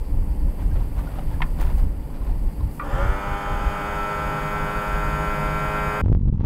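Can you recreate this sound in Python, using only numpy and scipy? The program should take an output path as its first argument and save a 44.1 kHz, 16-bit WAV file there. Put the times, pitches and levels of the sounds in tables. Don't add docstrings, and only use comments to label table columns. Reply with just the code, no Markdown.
import sys
import numpy as np
from scipy import signal
from scipy.fft import rfft, irfft, next_fast_len
from scipy.io import wavfile
from scipy.ndimage import uniform_filter1d

SR = 44100
rng = np.random.default_rng(int(sys.argv[2]) if len(sys.argv) > 2 else 0)


def pcm_store(signal):
    levels = np.round(np.clip(np.atleast_2d(signal), -1, 1) * 32767)
    wavfile.write(sys.argv[1], SR, levels.astype(np.int16).T)


N = 284533

CUT_S = 6.015
TOP_EDGE_HZ = 15690

# (time [s], whine gain [dB], oil noise level [dB], strain [0-1])
PUMP = [(2.8, -38, -46, 0.6), (2.9, -35.5, -37.5, 0.85), (3.01, -32.5, -34.5, 0.8),
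        (3.14, -32.5, -36.5, 0.56), (3.62, -33, -35, 0.62), (3.99, -30, -34.5, 0.64),
        (5.0, -29.5, -35, 0.44), (6.0, -27.5, -35.5, 0.65)]
# (time [s], pump pulses [per s])
PUMP_SPEED = [(2.81, 63.9), (2.85, 71.2), (2.9, 77.9), (2.94, 85.1), (2.97, 89.0), (3.0, 92.3),
              (3.04, 94.6), (3.15, 98.5), (3.25, 99.9), (3.36, 100.6), (3.98, 102.2), (5.04, 103.6),
              (5.22, 103.5), (5.99, 104.4)]
# (multiple of the pulse rate, level before boosts [dB])
LOW_MULTIPLES = [(1, -20), (2, -10.5), (3, -15), (4, -7), (5, -13), (6, -7), (7, -11.5), (8, -10), (9, -8),
                 (10, -8), (11, -10.5), (12, -11), (13, -8.5), (14, -11.5), (15, -6), (16, -15), (17, -21),
                 (18, -13.5), (19, -17), (20, -13), (21, -24), (22, -13), (23, -20), (24, -15), (25, -21.5),
                 (26, -43.5), (27, -54), (28, -29.5), (29, -26.5), (30, -43.5), (31, -31.5), (32, -53),
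                 (33, -39), (34, -38.5), (35, -33), (36, -32.5)]
# (multiple, level once up to speed, before boosts [dB])
HIGH_MULTIPLES = [(43, -37), (44, -32.5), (45, -43), (46, -33), (48, -37.5), (49, -37), (62, -42),
                  (63, -36), (64, -32), (65, -38), (66, -32), (67, -58), (68, -38), (69, -38)]
# (multiple, level before boosts [dB], extra early in the lift [dB])
WHISTLES = [(76, -44, 0), (88, -42, 9), (107, -43, 5), (112, -39, 0), (128, -45, 0), (152, -43, 6)]
# (multiple, level early in the lift against its end [dB])
BALANCE_SHIFT = [(4, 0), (6, -1.5), (8, 2), (9, 1), (10, -1), (11, -0.5), (12, 0.5), (13, 4), (14, -1),
                 (15, -3), (16, 2), (17, 2), (18, 0.5), (20, -1), (22, -0.5), (23, -1.5), (25, 1)]
# (pitch [Hz], half width [Hz], boost at full strain [dB])
HOUSING = [(552, 22, 19.5), (805.6, 9.5, 14), (1005, 12, 9), (1210, 16, 7.5), (1340, 44, 3),
           (1760, 6.4, 16), (1698, 92, -1.5), (2547, 16, 6.5), (3128, 41, 25.5)]
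# (pitch [Hz], relative level [dB per Hz])
OIL_COLOUR = [(180, -57), (300, -7), (460, -5.5), (600, 0), (760, -10), (850, 3.5), (1200, -8), (1360, 4.5),
              (1960, -16.5), (2330, -13.5), (3500, -17), (4000, -32.5), (4900, -23), (5900, -33.5),
              (6800, -27.5), (9000, -31.5), (12000, -70)]
FRAME_HZ, FRAME_HALF_WIDTH_HZ, FRAME_DB = 1364, 37, 7.5
SPIN_UP_END_S, SPIN_UP_WAVER_DB, SPIN_UP_HIGH_DB = 3.229, 2.0, -10
EARLY_END_S = 3.9

# (time [s], boom level before overload [dB], rattle level before shaking [dB])
CAB = [(6.015, -25, -55), (6.057, -10.5, -50), (6.171, -13.5, -55), (6.195, -25.5, -56.5),
       (6.293, -12, -53), (6.309, -36, -64), (6.327, -18, -55), (6.373, -23.5, -56), (6.452, -21, -48)]
# (pitch [Hz], relative level [dB], time to ring down by 60 dB [s])
CAB_MODES = [(42.4, -3.5, 0.18), (93, 4, 0.067), (141.6, 0, 0.056), (194, -4, 0.044)]
# (pitch [Hz], relative level [dB per Hz])
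RATTLE_COLOUR = [(290, -41), (500, -7), (769, -15.5), (804, -4.5), (1410, -20), (1490, -24.5),
                 (3090, -30.5), (7000, -46), (9100, -73), (15400, -120)]
# (time [s], depth before rounding [dB], width [ms], tip rounding [ms])
KNOCKS = [(6.061, -6.5, 2.6, .03), (6.083, -9, 2.6, .05), (6.128, -7.5, 2.2, .02), (6.150, -8, 2.2, .03),
          (6.282, -7, 4.0, .4), (6.410, -10.5, 2.6, .05), (6.444, -10, 2.6, .05)]
FIRINGS_PER_S, FIRING_JITTER = 45.1, 0.12
REBOUND_S, REBOUND_WIDTH_S, REBOUND_SHARE = 0.006, 0.004, 0.7

# (time [s], level [dB], length at half height [s], flutter against the gust [dB])
GUSTS = [(0.173, -15.5, .11, -12), (0.295, -19, 0.076, -11.5), (.479, -21, 0.047, -8.5),
         (0.737, -18.5, 0.25, -9), (1.01, -22.5, 0.11, -8.5), (1.166, -26, 0.083, -7),
         (1.28, -25, 0.052, -7), (1.43, -18.5, 0.075, -12.5), (1.537, -18.5, 0.027, -20),
         (1.65, -16, 0.066, -12), (1.75, -19.5, 0.1, -12), (1.847, -14, 0.098, -17.5),
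         (2.075, -32.5, 0.06, -3), (2.204, -26.5, 0.032, -16), (2.314, -19.5, 0.12, -16),
         (2.454, -17.5, 0.077, -20), (2.642, -22, 0.1, -5), (2.95, -18, 0.038, -8),
         (3.069, -16.5, 0.12, -11), (3.314, -24, 0.074, -10), (3.543, -23.5, 0.1, -8.5),
         (3.67, -20, 0.09, -16), (4.27, -28, 0.089, -5.5), (4.775, -27, 0.042, -16),
         (4.947, -24.5, 0.13, -18), (5.073, -23.5, .07, -10), (5.56, -28.5, 0.066, -10)]
# (time [s], level before lumps [dB])
BREEZE = [(0.0, -26.5), (1.2, -31), (1.7, -20), (2.1, -29), (3.9, -32), (6.0, -31.5)]
# (pitch [Hz], relative level [dB per Hz])
BUFFET_COLOUR = [(11, -44), (18, 6), (50, 4), (70, -4.5), (124, -23.5), (155, -21), (179, -20.5),
                 (261, -39), (293, -36), (400, -41), (520, -79), (880, -120)]
# (pitch [Hz], relative level [dB per Hz])
RUSH_COLOUR = [(65, -9), (110, -2), (189, -2.5), (292, -4), (350, -11.5), (566, -12.5), (649, -20),
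               (903, -15.5), (1200, -26.5), (2230, -36.5), (4000, -50), (5200, -54), (8800, -120)]
BREEZE_LUMPS_DB, RUSH_DB = 4, -38.5
RUSH_FOLLOWS = 0.083
FLUTTER_HZ = 58, 115.7

# (time [s], strength [dB], tilt [dB per octave], chatter fade [s])
LATCH_BLOWS = [(1.403, -26, -31, 0.003), (1.4172, -21, 4.5, 0.007), (1.437, -30, -7, 0.024)]
# (pitch [Hz], relative level [dB], time to ring down by 60 dB [s])
STEEL_MODES = [(845, -3, 0.022), (1015, -0.5, 0.042), (1390, -1, 0.016), (1620, -12, 0.014),
               (1800, 0.5, 0.019), (2140, -3, 0.013), (2460, -7, 0.021), (2680, -13, 0.024),
               (2980, -15, .012), (3410, -13, 0.0099), (4650, -37, .01)]
# (time [s], strength [dB], tilt [dB per octave], chatter fade [s])
RELAY_BLOWS = [(2.7935, -22.5, -3.5, 0.01), (2.808, -23, -8, 0.02)]
# (pitch [Hz], relative level [dB], time to ring down by 60 dB [s])
SOLENOID_MODES = [(1000, -20, 0.027), (1175, 4, 0.035), (1440, -4.5, 0.04), (1680, -16, 0.023),
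                  (1930, -9, 0.035), (2200, -14, 0.023), (2390, -9, 0.032), (2700, -20, 0.023)]
CONTACT_S = 0.002976

# (time [s], crunch level [dB], length at half height [s])
STEPS = [(.61, -46, 0.043), (.765, -40, 0.018), (.815, -48, .04), (.992, -40.5, 0.039), (1.12, -46, 0.14),
         (1.19, -42.5, 0.054), (1.32, -50.5, 0.099), (1.615, -36, 0.054), (1.68, -42, 0.087),
         (1.795, -46, 0.041), (1.965, -69, 0.034), (2.16, -50, 0.034), (2.27, -51, 0.083),
         (2.49, -57, 0.035)]
# (time [s], level [dB], length at half height [s])
SCUFFS = [(1.0, -58, .1), (1.63, -48.5, 0.079), (1.78, -53, .09), (2.75, -54, .08)]
# (time [s], level of the main ring [dB], pitch of the main ring [Hz])
STONES = [(0.596, -39, 847), (0.622, -43, 1550), (0.715, -44, 1600), (0.759, -43, 740), (0.807, -38, 970),
          (0.992, -35, 1175), (1.073, -37, 1430), (1.186, -28.5, 760), (1.314, -36, 896),
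          (1.34, -42.5, 1690), (1.591, -49, 710), (1.616, -31, 875), (1.66, -35, 980), (1.70, -37, 1000),
          (1.777, -35, 780), (2.217, -38, 1040), (2.268, -37, 1040), (2.295, -37, 747), (2.608, -37, 1049)]
# (time [s], noise level before the treble filter [dB])
GRIT_TICKS = [(1.612, -34.5), (1.7814, -47), (2.2463, -51)]
SHUFFLE_DB = -57

# (time [s], level [dB])
AIR = [(0.0, -57), (1.0, -55), (1.8, -53.5), (1.9, -58.5), (2.5, -56), (3.4, -55), (3.9, -53), (4.7, -51),
       (6.0, -50.5)]
# (pitch [Hz], relative level [dB per Hz])
HISS_COLOUR = [(1760, 4.5), (3000, -2), (3610, -11), (3980, -36), (4440, -6), (4660, -1.5), (5780, -16),
               (7300, -11), (8100, -2.5), (9100, -8), (10200, -2.5), (12400, -0.5), (15600, -7.5)]
# (pitch [Hz], width setting [Hz], level over the hiss before throbbing [dB], throbs [per s])
INSECTS = [(4530, 500, -13, 23), (8500, 930, -12.5, 22)]
# (time [s], level before wavering [dB])
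DRONE = [(0.0, -52), (1.4, -37), (2.0, -47), (3.8, -39.5), (4.6, -34.5), (6.0, -32)]
DRONE_HZ, DRONE_RING_S, DRONE_WAVER_DB = 152.2, 2.84 / 10.7, 0.5
DRONE_OVERTONE_HZ, DRONE_OVERTONE_DB = 294.2, -49


def pump():
    per_s, = in_time(PUMP_SPEED)
    whine_db, oil_db, strain = in_time(PUMP)
    unevenness = 0.012 * (1 + 3 * strain ** 3) * drift(8)
    turn = 2 * np.pi * np.cumsum(per_s) / SR + unevenness

    start = round(PUMP[0][0] * SR)
    coarse = slice(start, None, 8)
    spinning_up = between(0, SPIN_UP_END_S, 0.4)[coarse]
    early = between(0, EARLY_END_S, 0.5)[coarse]
    share_of_lift_left = between(0, CUT_S, 2.865)[coarse] * (1 - spinning_up)
    tones = list(LOW_MULTIPLES)
    tones += [(k, db + SPIN_UP_HIGH_DB * spinning_up) for k, db in HIGH_MULTIPLES]
    tones += [(k, db + extra_db * early) for k, db, extra_db in WHISTLES]
    shifts = dict(BALANCE_SHIFT)

    whine = np.zeros(N)
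    for k, level_db in tones:
        hz_now = k * per_s[coarse]
        housing_db = sum(db / (1 + ((hz_now - hz) / width) ** 2) for hz, width, db in HOUSING)
        boost = strain[coarse] * housing_db
        boost += shifts.get(k, 0) * share_of_lift_left
        boost += FRAME_DB / (1 + ((hz_now - FRAME_HZ) / FRAME_HALF_WIDTH_HZ) ** 2)
        waver = (1.0 + 0.017 * k) * drift(5.3)[coarse]
        waver += SPIN_UP_WAVER_DB * spinning_up * drift(15)[coarse]
        gain = np.repeat(from_db(level_db + boost + waver), 8)[:N - start]
        whine[start:] += gain * np.sin(k * turn[start:] + rng.uniform(0, 2 * np.pi))

    growl = np.zeros(N)
    for hz, width, db in HOUSING[:7]:
        growl += from_db(db) * rms_one(ring(rng.standard_normal(N), hz, 1.1 / width))
    whine += from_db(-24) * strain ** 3 * growl
    oil = coloured(rng.standard_normal(N) * (1 + 0.11 * np.sin(turn)), OIL_COLOUR)
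    return between(2.805, 9, 0.049) * (from_db(whine_db) * whine + from_db(oil_db) * oil)


def cab():
    boom_db, rattle_db = in_time(CAB)
    t = np.arange(N) / SR
    cycles = FIRINGS_PER_S * np.maximum(t - CUT_S + 0.18, 0)
    cycles = np.maximum.accumulate(cycles + FIRING_JITTER * drift(12.8))
    firings = -np.diff(np.floor(cycles), prepend=-0.0) * from_db(2.5 * drift(30))
    road = 0.012 * rng.standard_normal(N)
    boom = sum(from_db(db) * ring(firings + road, hz, t60) for hz, db, t60 in CAB_MODES)
    boom = signal.sosfilt(signal.butter(3, 300, fs=SR, output="sos"), boom)
    boom = from_db(boom_db) * evened(boom, 0.0535)

    shake = (1 + 0.6 * np.cos(2 * np.pi * cycles - 2.5)) * from_db(2.5 * drift(30))
    rattle = from_db(rattle_db) * coloured(rng.standard_normal(N), RATTLE_COLOUR) * shake

    knocks, clear = np.zeros(N), np.ones(N)
    for s, db, width_ms, tip_ms in KNOCKS:
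        rounded_ms = np.hypot(1000 * (t - s), tip_ms)
        knocks -= from_db(db) * np.exp(-rounded_ms / (width_ms / 2))
        rebound = np.exp(-((t - s - REBOUND_S) / REBOUND_WIDTH_S) ** 2)
        knocks += REBOUND_SHARE * from_db(db) * rebound
        clear -= np.exp(-((t - s) / 0.008) ** 2)
    overloaded = 0.39 * np.tanh(clear * boom / 0.28)
    return overloaded + rattle + knocks


def wind():
    breeze_db, = in_time(BREEZE)
    breeze = from_db(breeze_db + BREEZE_LUMPS_DB * drift(4.1))
    strength = np.hypot(breeze, swells([row[:3] for row in GUSTS]))
    buffet = evened(coloured(rng.standard_normal(N), BUFFET_COLOUR), 0.0916)

    eddy_band = signal.butter(2, FLUTTER_HZ, "band", fs=SR, output="sos")
    eddies = signal.sosfilt(eddy_band, rng.standard_normal(N))
    flutter_gain = swells([(s, db + flutter_db, length) for s, db, length, flutter_db in GUSTS])
    flutter = flutter_gain * evened(eddies, 0.05)

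    rush = coloured(rng.standard_normal(N) * from_db(0.42 * drift(10)), RUSH_COLOUR)
    rush_gain = from_db(RUSH_DB) * rms_one(strength ** RUSH_FOLLOWS)
    return strength * buffet + flutter + rush_gain * rush


def blows(events, modes):
    out, t = np.zeros(N), np.arange(4000) / SR
    for s, strength_db, tilt_db, chatter_s in events:
        at = round(s * SR)
        for hz, level_db, t60 in modes:
            burst = rng.standard_normal(4000) * np.exp(-t / chatter_s) * np.minimum(t / CONTACT_S, 1)
            burst = burst / np.sqrt(np.sum(burst ** 2))
            burst[round(CONTACT_S * SR)] += 0.53 * rng.choice([-1, 1])
            tilted_db = strength_db + level_db + tilt_db * np.log2(hz / 1000)
            out[at:at + 4000] += from_db(tilted_db) * ring(burst, hz, t60)
    return signal.sosfilt(signal.butter(2, [600, 5000], "band", fs=SR, output="sos"), out)


def gravel():
    pitches = np.geomspace(600, 3600, 12)
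    dealt = rng.integers(0, 12, N)
    clicks = grains(1500, spread_db=2.0)
    crunch = np.zeros(N)
    for k, hz in enumerate(pitches):
        crunch += ring(clicks * (dealt == k), hz, 4.7 / hz) * (hz / 1000) ** -0.6
    bright = signal.butter(2, 9000, "high", fs=SR, output="sos")
    scuff = signal.sosfilt(bright, grains(9000, spread_db=5.0))

    pressure = swells(STEPS) + from_db(SHUFFLE_DB) * between(0.44, 2.82, 0.04)
    out = pressure * rms_one(crunch) + swells(SCUFFS) * rms_one(scuff)
    for s, level_db, hz in STONES:
        click = np.zeros(N)
        click[round(s * SR)] = from_db(level_db)
        out += ring(click, hz, 0.058)
        out += 0.097 * ring(click, 3.8 * hz, 0.021) + 0.14 * ring(click, 3.56 * hz, 0.009)
    return out


def grit():
    t = np.arange(N) / SR
    bursts = sum(from_db(db) * (t > s) * np.exp(-np.abs(t - s) / 0.004) for s, db in GRIT_TICKS)
    treble = signal.butter(4, 5800, "high", fs=SR, output="sos")
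    return signal.sosfilt(treble, bursts * rng.standard_normal(N))


def field():
    hiss_db, = in_time(AIR)
    drone_db, = in_time(DRONE)
    air = coloured(rng.standard_normal(N), HISS_COLOUR)
    for hz, width, level_db, per_s in INSECTS:
        uneven_rate = per_s * (1 + 0.16 * drift(1.82))
        beat = np.sin(2 * np.pi * np.cumsum(uneven_rate) / SR)
        throb = from_db(2.7 * beat + 2.0 * drift(21))
        band = rms_one(ring(rng.standard_normal(N), hz, 1.5 / width))
        air += from_db(level_db) * throb * band
    drone = rms_one(ring(rng.standard_normal(N), DRONE_HZ, DRONE_RING_S))
    overtone = rms_one(ring(rng.standard_normal(N), DRONE_OVERTONE_HZ, 0.16))
    drone_gain = from_db(drone_db + DRONE_WAVER_DB * drift(3.0))
    return from_db(hiss_db) * air + drone_gain * drone + from_db(DRONE_OVERTONE_DB) * overtone


def from_db(db):
    return 10 ** (np.asarray(db) / 20)


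def rms_one(x):
    return x / np.sqrt(np.mean(x ** 2) + 1e-20)


def evened(x, span_s):
    return x / np.sqrt(uniform_filter1d(x ** 2, int(span_s * SR)) + 1e-12)


def in_time(rows):
    s, *columns = np.transpose(rows)
    return [np.interp(np.arange(N) / SR, s, c) for c in columns]


def between(start, end, fade):
    t = np.arange(N) / SR
    return np.clip(np.minimum(t - start, end - t) / fade, 0, 1)


def swells(rows):
    t = np.arange(0, N + 32, 32) / SR
    power = np.zeros(len(t))
    for s, db, length in rows:
        bell = np.exp(-np.log(16) * ((t - s) / length) ** 2)
        power += (from_db(db) * bell) ** 2
    return np.interp(np.arange(N), np.arange(0, N + 32, 32), np.sqrt(power))


def drift(rate):
    r = np.exp(-80 * np.pi * rate / SR)
    noise = rng.standard_normal(N // 40 + 2002)
    slow = signal.lfilter([1], [1, -2 * r, r * r], noise)[2000:]
    return np.interp(np.arange(N) / 40, np.arange(len(slow)), rms_one(slow))


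def coloured(x, spectrum):
    size = next_fast_len(N)
    hz = np.maximum(np.fft.rfftfreq(size, 1 / SR), 1)
    points = np.array(spectrum)
    level = np.interp(np.log(hz), np.log(points[:, 0]), points[:, 1], left=-120)
    return rms_one(irfft(rfft(x, size) * from_db(level), size)[:N])


def ring(clicks, hz, t60):
    r, w = from_db(-60 / (t60 * SR)), 2 * np.pi * hz / SR
    return signal.lfilter([0, np.sin(w)], [1, -2 * r * np.cos(w), r * r], clicks + 1e-18)


def grains(per_s, spread_db):
    sizes = from_db(spread_db * np.minimum(rng.exponential(1, N), 5)) * rng.choice([-1, 1], N)
    return sizes * (rng.random(N) < per_s / SR)


def scene():
    latch = blows(LATCH_BLOWS, STEEL_MODES)
    relay = blows(RELAY_BLOWS, SOLENOID_MODES)
    yard = pump() + wind() + latch + relay + gravel() + grit() + field()
    outside = between(-1, CUT_S, 0.0005)
    return (outside * yard + (1 - outside) * cab())[None]


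def record(dry):
    return signal.sosfilt(signal.ellip(12, 0.3, 80, TOP_EDGE_HZ, fs=SR, output="sos"), dry)


dry = scene()
out = record(dry)
pcm_store(out)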